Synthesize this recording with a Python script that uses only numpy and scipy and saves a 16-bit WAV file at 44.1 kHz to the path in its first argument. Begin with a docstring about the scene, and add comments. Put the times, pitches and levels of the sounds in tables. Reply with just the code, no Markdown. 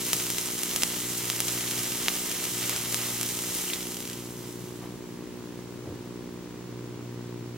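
"""A workshop bench: a homemade vaporizer boils liquid on its hot coil, close to a camcorder.
Thousands of tiny bursting bubbles sizzle and big ones pop; the boil dies away as the coil cools.
Under it the camcorder's drive buzzes at the field rate, beating slowly with a motor's hum.
A hand bumps the camera, and a fan fills the room."""
import sys
import numpy as np
from scipy import signal
from scipy.fft import rfft, irfft
from scipy.io import wavfile
from scipy.ndimage import uniform_filter1d

SR = 44100
rng = np.random.default_rng(int(sys.argv[2]) if len(sys.argv) > 2 else 0)


def int16_out(signal):
    """Quantize to a 16-bit WAV file."""
    q = np.round(np.clip(np.atleast_2d(signal).T, -1, 1) * 32767)
    wavfile.write(sys.argv[1], SR, q.astype(np.int16))


N = 333837
T = np.arange(N) / SR
BIN_HZ = np.maximum(np.arange(N // 2 + 1) * SR / N, 1)


# Boil strength from power-off, coil cooling: t/s, gain/dB
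BOIL_DECAY = [(3.68, 1), (3.79, -3), (3.95, -6.5), (4.11, -8.3), (4.16, -11.6), (4.34, -12.2), (4.7, -17),
              (5.0, -24), (5.6, -25.5), (7.57, -31.5)]
# Slow surges under power: t/s, fizz gain/dB, spit gain/dB
BOIL_SURGES = [(0.0, -0.5, -3.5), (0.2, 1.1, 0.5), (0.42, -2, -2.2), (0.8, 0.4, 0), (1.08, -1.5, -1),
               (1.35, -1.4, -2), (1.5, 0.4, 1.4), (2.1, -0.6, 1.1), (2.55, -1, -0.4), (2.9, -1.3, -1.5),
               (3.35, -1.6, -1), (3.7, -0.3, 0.5)]
# Fine-bubble spectrum: f/Hz, gain/dB
FIZZ_SPECTRUM = [(500, -38), (2000, -19.5), (4000, -3.5), (4750, -4), (5600, -0.5), (7400, 2), (8600, 0.5),
                 (11000, 0), (12200, -2), (13500, 2), (15800, -4.5)]
# Coarse-bubble spectrum: f/Hz, gain/dB
SPIT_SPECTRUM = [(200, -5.5), (500, 0), (900, -1), (1600, -0.5), (2200, 1), (2500, -1), (2900, 0),
                 (3700, -0.5), (5000, -1.5), (9000, -14.5)]

def sizzle(fizz_base_db=-32, spit_base_db=-41):
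    """Fine fizz, sparse dry crackles and coarser spitting surge, then fade as the coil cools."""
    times, fizz_db, spit_db = np.transpose(BOIL_SURGES)
    boil_db = np.interp(T, *np.transpose(BOIL_DECAY)) + 0.5 * wander(16)
    crackles = unit_rms(bubbles(per_s=200, spread_db=3.5, echo_db=-12))
    fizz = unit_rms(bubbles(per_s=14000, spread_db=3.5, echo_db=-0.5))
    fizz = unit_rms(colour(fizz + undb(-21) * crackles, FIZZ_SPECTRUM))
    fizz *= undb(fizz_base_db + np.interp(T, times, fizz_db))
    spit = bubbles(per_s=5000, spread_db=3, echo_db=-5.5)
    spit = unit_rms(colour(spit, SPIT_SPECTRUM))
    spit *= undb(spit_base_db + np.interp(T, times, spit_db) + 1.1 * wander(14))
    return (fizz + spit) * undb(boil_db)


def bubbles(per_s, spread_db, echo_db):
    """Tiny bursts at random times, most weak, a few strong, each with its echoes."""
    strength = undb(spread_db * np.minimum(rng.exponential(size=N), 7))
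    bursts = (rng.random(N) < per_s / SR) * strength * rng.choice([-1, 1], N)
    return mic_pair(bursts) + undb(echo_db) * scatter(bursts, decay_s=0.015)


# Big bubbles, ending in a sputter: t/s, relative energy/dB, nominal f/Hz, spray re snap/dB
BIG_POPS = [(0.1321, 5.5, 6700, -6), (0.201, -13, 3600, -2), (0.2671, -14, 6500, -7),
            (0.3027, -5.5, 7300, -4.5), (0.384, -7, 5600, 2.5), (0.6337, -4.5, 11000, 1),
            (0.652, -23, 5000, 0), (0.7126, -12, 4200, -5), (0.7614, -2.5, 6400, -1), (0.822, -6, 4400, 1),
            (0.8344, 5, 4500, -15), (0.9019, -15, 4800, -7), (1.003, -13, 6000, -4), (1.255, -11, 7500, -7),
            (1.3008, -1.5, 5000, -13), (1.4041, -0.5, 8800, -5), (1.4701, -17, 7000, -3),
            (1.4822, -9.5, 5000, 7), (1.508, -16, 5000, -3), (1.6088, -12.5, 4000, -7),
            (1.678, -14.5, 3600, -4), (1.7122, -9, 5400, -2), (1.7802, -12, 6600, -5),
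            (1.792, -11, 6000, -5), (1.833, -13, 5500, -3), (1.8434, -15, 6500, -6),
            (1.9206, -11, 5500, -4), (2.061, -14, 3400, -1), (2.0836, 3.5, 3200, -17),
            (2.1396, -17, 4000, -6), (2.3152, -11, 5600, 2), (2.441, -8.5, 7700, -3),
            (2.4537, -10.5, 5500, -4), (2.6954, -3.5, 9800, -6), (2.734, -15, 5500, -4),
            (2.7627, -8.5, 6500, 0), (2.9446, -2.5, 5400, -6), (3.0152, -16, 5500, -4),
            (3.0872, -22, 3400, -4), (3.2122, -6, 7600, -2), (3.231, -7, 6400, 0), (3.2907, -14, 7500, -6),
            (3.3903, -10, 6000, -6), (3.5903, -19, 5500, -6), (3.7337, -24, 5000, 19),
            (3.828, -18, 5000, -3), (3.87, -16.5, 6400, -6), (3.9203, -16, 6400, -6),
            (3.9448, -14, 7600, -4), (3.9692, -14, 6400, 0), (4.0051, -14, 6400, -8),
            (4.0256, -19, 6400, -5), (4.0535, -16, 5400, -2), (4.0755, -16, 6800, -5),
            (4.088, -22, 6400, -4), (4.0995, -16, 6400, -9), (4.113, -19, 6400, -3), (4.1318, -17, 6000, 2)]

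def pops(edge_db=-9, body_db=-11, room_db=-11, spray_decay_s=0.0078, size=1024):
    """A bursting bubble: one sharp pressure cycle, a spray of droplets, a short, duller room tail."""
    rows = list(BIG_POPS) + small_pops(until_s=BOIL_DECAY[0][0])
    snaps, sprays = np.zeros(N + size), np.zeros((2, N + size))
    t = np.arange(size) / SR
    impulse = -1.0 * (t == 0)
    edge = undb(edge_db) * unit_rms(bandpass(impulse, 11000, 5000))
    body = undb(body_db) * unit_rms(bandpass(impulse, 900, 1900))
    for at_s, db, hz, spray_db in rows:
        snap = unit_rms(bandpass(impulse, 0.88 * hz, 1.23 * hz)) + edge + body
        droplets = bandpass(rng.standard_normal((2, size)), 1.34 * hz, 1.1 * hz)
        spray = unit_rms(droplets * np.exp(-t / spray_decay_s))
        start = int(at_s * SR)
        gain = undb(db + 0.04) / np.sqrt(size)
        snaps[start:start + size] += gain * snap
        sprays[:, start:start + size] += gain * undb(spray_db) * spray
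    room = undb(room_db) * bandpass(scatter(snaps[:N], decay_s=0.0052), 1400, 7000)
    return mic_pair(snaps[:N]) + sprays[:, :N] + room


def small_pops(until_s, count=8, db=-11, hz=9000, spray_db=-17, spread_db=4, spread_oct=0.46):
    """Smaller bubbles burst at random under power; rows as in BIG_POPS."""
    times = until_s * (np.arange(count) + rng.random(count)) / count
    return [(at_s, db + spread_db * loud, hz * 2 ** (spread_oct * high), spray_db)
            for at_s, (loud, high) in zip(times, rng.standard_normal((count, 2)))]


# Wet bubbles: t/s, onset level/dB, onset f/Hz, decay/s
RINGING_BUBBLES = [(0.8344, -8, 4870, 0.00041), (3.679, -32, 2920, 0.0022), (3.7, -20.5, 2840, 0.00073),
                   (3.734, -16.5, 3560, 0.00067), (3.7345, -33, 2290, 0.0046)]

def gurgles(glide_per_s=25, size=1024):
    """A bubble in the liquid rings for a few cycles, rising in pitch as it surfaces."""
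    rings = np.zeros(N + size)
    t = np.arange(size) / SR
    for at_s, db, hz, decay_s in RINGING_BUBBLES:
        start = int(at_s * SR)
        phase = 2 * np.pi * hz * t * (1 + glide_per_s * t / 2)
        rings[start:start + size] += undb(db) * np.sin(phase) * np.exp(-t / decay_s)
    return mic_pair(rings[:N])


# Holder modes: f/Hz, width/Hz, level re direct/dB
HOLDER_MODES = [(1260, 41, -3.5), (2022, 49, -1.5), (2290, 200, -7.5), (2800, 310, -6.5), (3106, 450, -5.5),
                (3700, 85, -11), (3990, 75, -17), (5250, 200, -13), (6010, 200, -10.5), (6400, 300, -23)]
# Bench-echo notches: f/Hz, width/Hz, share removed/0-1
BENCH_NOTCHES = [(1810, 80, 0), (2500, 66, 0), (3560, 130, 0.1), (4560, 450, 0.14), (7200, 170, 0.25)]

def holder_and_bench(boil):
    """The coil's holder rings faintly; bench echoes partly cancel a few pitches."""
    boil = boil + sum(undb(db) * bandpass(boil, hz, width_hz) for hz, width_hz, db in HOLDER_MODES)
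    for hz, width_hz, share in BENCH_NOTCHES:
        boil = boil - share * bandpass(boil, hz, width_hz)
    return boil


# Spectrum of one drive knock: f/Hz, gain/dB
KNOCK_SPECTRUM = [(30, -28), (60, -12.5), (120, -0.5), (180, 0), (240, 0), (300, 0.7), (360, 2.04),
                  (420, -3.5), (540, -13), (700, -30.5), (960, -15.5), (1200, -21.5), (1600, -25),
                  (3000, -46.5)]

def camcorder(field_hz=59.94, line_hz=15734, pulse_hz=11.4, uneven_db=0.97):
    """The drive knocks once a field, rattling the case; the line circuit gives a pulsing whistle."""
    times = np.arange(0.00195, N / SR - 0.001, 1 / field_hz)
    knocks = np.zeros(N)
    knocks[(times * SR).astype(int)] = -undb(uneven_db * rng.standard_normal(len(times)))
    rattle = undb(-15) * scatter(knocks, decay_s=0.0045)
    buzz = undb(-41) * unit_rms(colour(knocks + rattle, KNOCK_SPECTRUM))
    chatter = bandpass(scatter(knocks, decay_s=0.011), 1080, 600)
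    chatter = undb(-67) * unit_rms(chatter * undb(5.5 * wander(25)))
    pulsing = 1 + 0.38 * np.sin(2 * np.pi * pulse_hz * T)
    whistle = undb(-66) * unit_rms(pulsing * np.sin(2 * np.pi * line_hz * T))
    whine = undb(-72.5) * unit_rms(bandpass(rng.standard_normal((2, N)), 9625, 70))
    return buzz + chatter + whistle + whine


# Hand on the camera: peak t/s, level/dB, f/Hz, width/Hz, Gaussian sigma/s
HAND_BUMPS = [(4.84, -48.5, 850, 1500, .025), (4.93, -50, 130, 80, .04), (5.908, -41, 92, 40, .025),
              (5.895, -43, 310, 300, .04)]

def handling():
    """Dull bumps and scuffs through the camera body as it tilts up."""
    bumps = np.zeros(N)
    for at_s, db, hz, width_hz, sigma_s in HAND_BUMPS:
        band = bandpass(rng.standard_normal(N), hz, width_hz)
        thud = unit_rms(bandpass(band, hz, width_hz))
        bumps += undb(db) * thud * np.exp(-((T - at_s) / sigma_s) ** 2 / 2)
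    return bumps


# Motor hum, louder once the camera is raised: t/s, f/Hz, level/dB
MOTOR_HUM = [(0, 121.15, -67), (0.68, 120.535, -53.5), (3.0, 120.535, -52), (4.4, 120.52, -56),
             (5.3, 120.535, -56), (6.35, 121.08, -56), (6.68, 120.33, -46), (7.57, 120.08, -46)]

def motor():
    """A motor in the room hums just above the drive's second harmonic; the two beat slowly."""
    times, hz, db = np.transpose(MOTOR_HUM)
    phase = 2 * np.pi * np.cumsum(np.interp(T, times, hz)) / SR
    return -unit_rms(np.sin(phase)) * undb(np.interp(T, times, db))


# Fan rush and microphone hiss: f/Hz, relative density/dB
AIR_SPECTRUM = [(20, -34), (45, -20), (80, -10.5), (140, -2.5), (210, -6.5), (330, -3), (450, -11),
                (650, -15.5), (1100, -19.5), (1400, -23.5), (2000, -22.3), (3000, -24.5), (7000, -27.5),
                (11500, -39), (14200, -35), (15500, -41)]
# Left-right likeness of the rush: f/Hz, coherence/-1..1
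AIR_COHERENCE = [(60, 0.23), (130, 0.57), (300, 0.69), (640, 0.45), (1400, 0.54), (3100, 0.33),
                 (7000, -0.26), (15000, -0.44)]
# Rush, rising as the camera lifts off the bench: t/s, level/dB
AIR_LEVEL = [(0, -46.5), (3.8, -46.5), (4.9, -44.3), (7.57, -44.5)]

def fan(blade_hz=238.84, blade_db=-60.5):
    """Rushing air, plus a blade tone beating near 1 Hz with the drive's fourth harmonic."""
    blades = undb(blade_db) * unit_rms(np.sin(2 * np.pi * blade_hz * T))
    spectrum = undb(log_interp(AIR_SPECTRUM, BIN_HZ))
    coherence = log_interp(AIR_COHERENCE, BIN_HZ)
    mid = irfft(rfft(rng.standard_normal(N)) * spectrum * np.sqrt(1 + coherence), N)
    side = irfft(rfft(rng.standard_normal(N)) * spectrum * np.sqrt(1 - coherence), N)
    rush = unit_rms(np.array([mid + side, mid - side]))
    rush_db = np.interp(T, *np.transpose(AIR_LEVEL)) + 0.069 * wander(3.1)
    return blades + undb(rush_db) * rush


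def mic_pair(x, lag_s=2.4e-5):
    """The coil is off-centre: its sound reaches the right microphone first."""
    left = irfft(rfft(x) * np.exp(-2j * np.pi * BIN_HZ * lag_s), N)
    return np.array([left, x])


def scatter(x, decay_s):
    """Diffuse echoes off clutter: a fading noise tail per burst, independent left and right."""
    pole = np.exp(-1 / (decay_s * SR))
    energy = signal.lfilter([1 - pole], [1, -pole], x ** 2 + 1e-18)
    return np.sqrt(energy) * rng.standard_normal((2, N))


def colour(x, points, size=4096):
    """Minimum-phase filter from (f/Hz, gain/dB) points."""
    hz = np.maximum(np.arange(size // 2 + 1) * SR / size, 1)
    cepstrum = irfft(np.log(undb(log_interp(points, hz))))
    cepstrum[1:size // 2] *= 2
    cepstrum[size // 2 + 1:] = 0
    response = irfft(np.exp(rfft(cepstrum)))
    return signal.fftconvolve(np.atleast_2d(x), response[None], axes=1)[:, :N]


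def bandpass(x, hz, width_hz):
    """Two-pole resonance, unity gain at centre."""
    q = hz / min(width_hz, 0.4 * SR)
    return signal.lfilter(*signal.iirpeak(min(hz, 0.45 * SR), q, fs=SR), x)


def wander(rate_hz):
    """Smooth random drift, rms 1."""
    hold = int(SR / rate_hz)
    steps = np.repeat(rng.standard_normal(N // hold + 1), hold)
    return unit_rms(uniform_filter1d(uniform_filter1d(steps, hold), hold)[:N])


def log_interp(points, hz):
    """Read (f/Hz, value) points on a log-frequency axis."""
    point_hz, values = np.transpose(points)
    return np.interp(np.log(hz), np.log(point_hz), values)


def undb(db):
    return 10 ** (np.asarray(db) / 20)


def unit_rms(x):
    return x / np.sqrt(np.mean(x ** 2))


def scene(right_bias_db=0.5):
    """The coil slightly to the right, over camera noises and the room."""
    balance = undb([[-right_bias_db / 2], [right_bias_db / 2]])
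    coil = balance * holder_and_bench(sizzle() + pops() + gurgles())
    return coil + camcorder() + motor() + fan() + handling()


def record(dry, cutoff_hz=15900):
    """Microphone housing: a narrow peak beside a notch. Then a full-scale limit and a steep low-pass."""
    peaked = dry + bandpass(dry, 7640, 120)
    notched = peaked - bandpass(peaked, 7940, 240)
    lowpass = signal.ellip(10, 0.2, 70, cutoff_hz, fs=SR, output="sos")
    return signal.sosfilt(lowpass, np.clip(notched, -1, 1))


dry = scene()
out = record(dry)
int16_out(out)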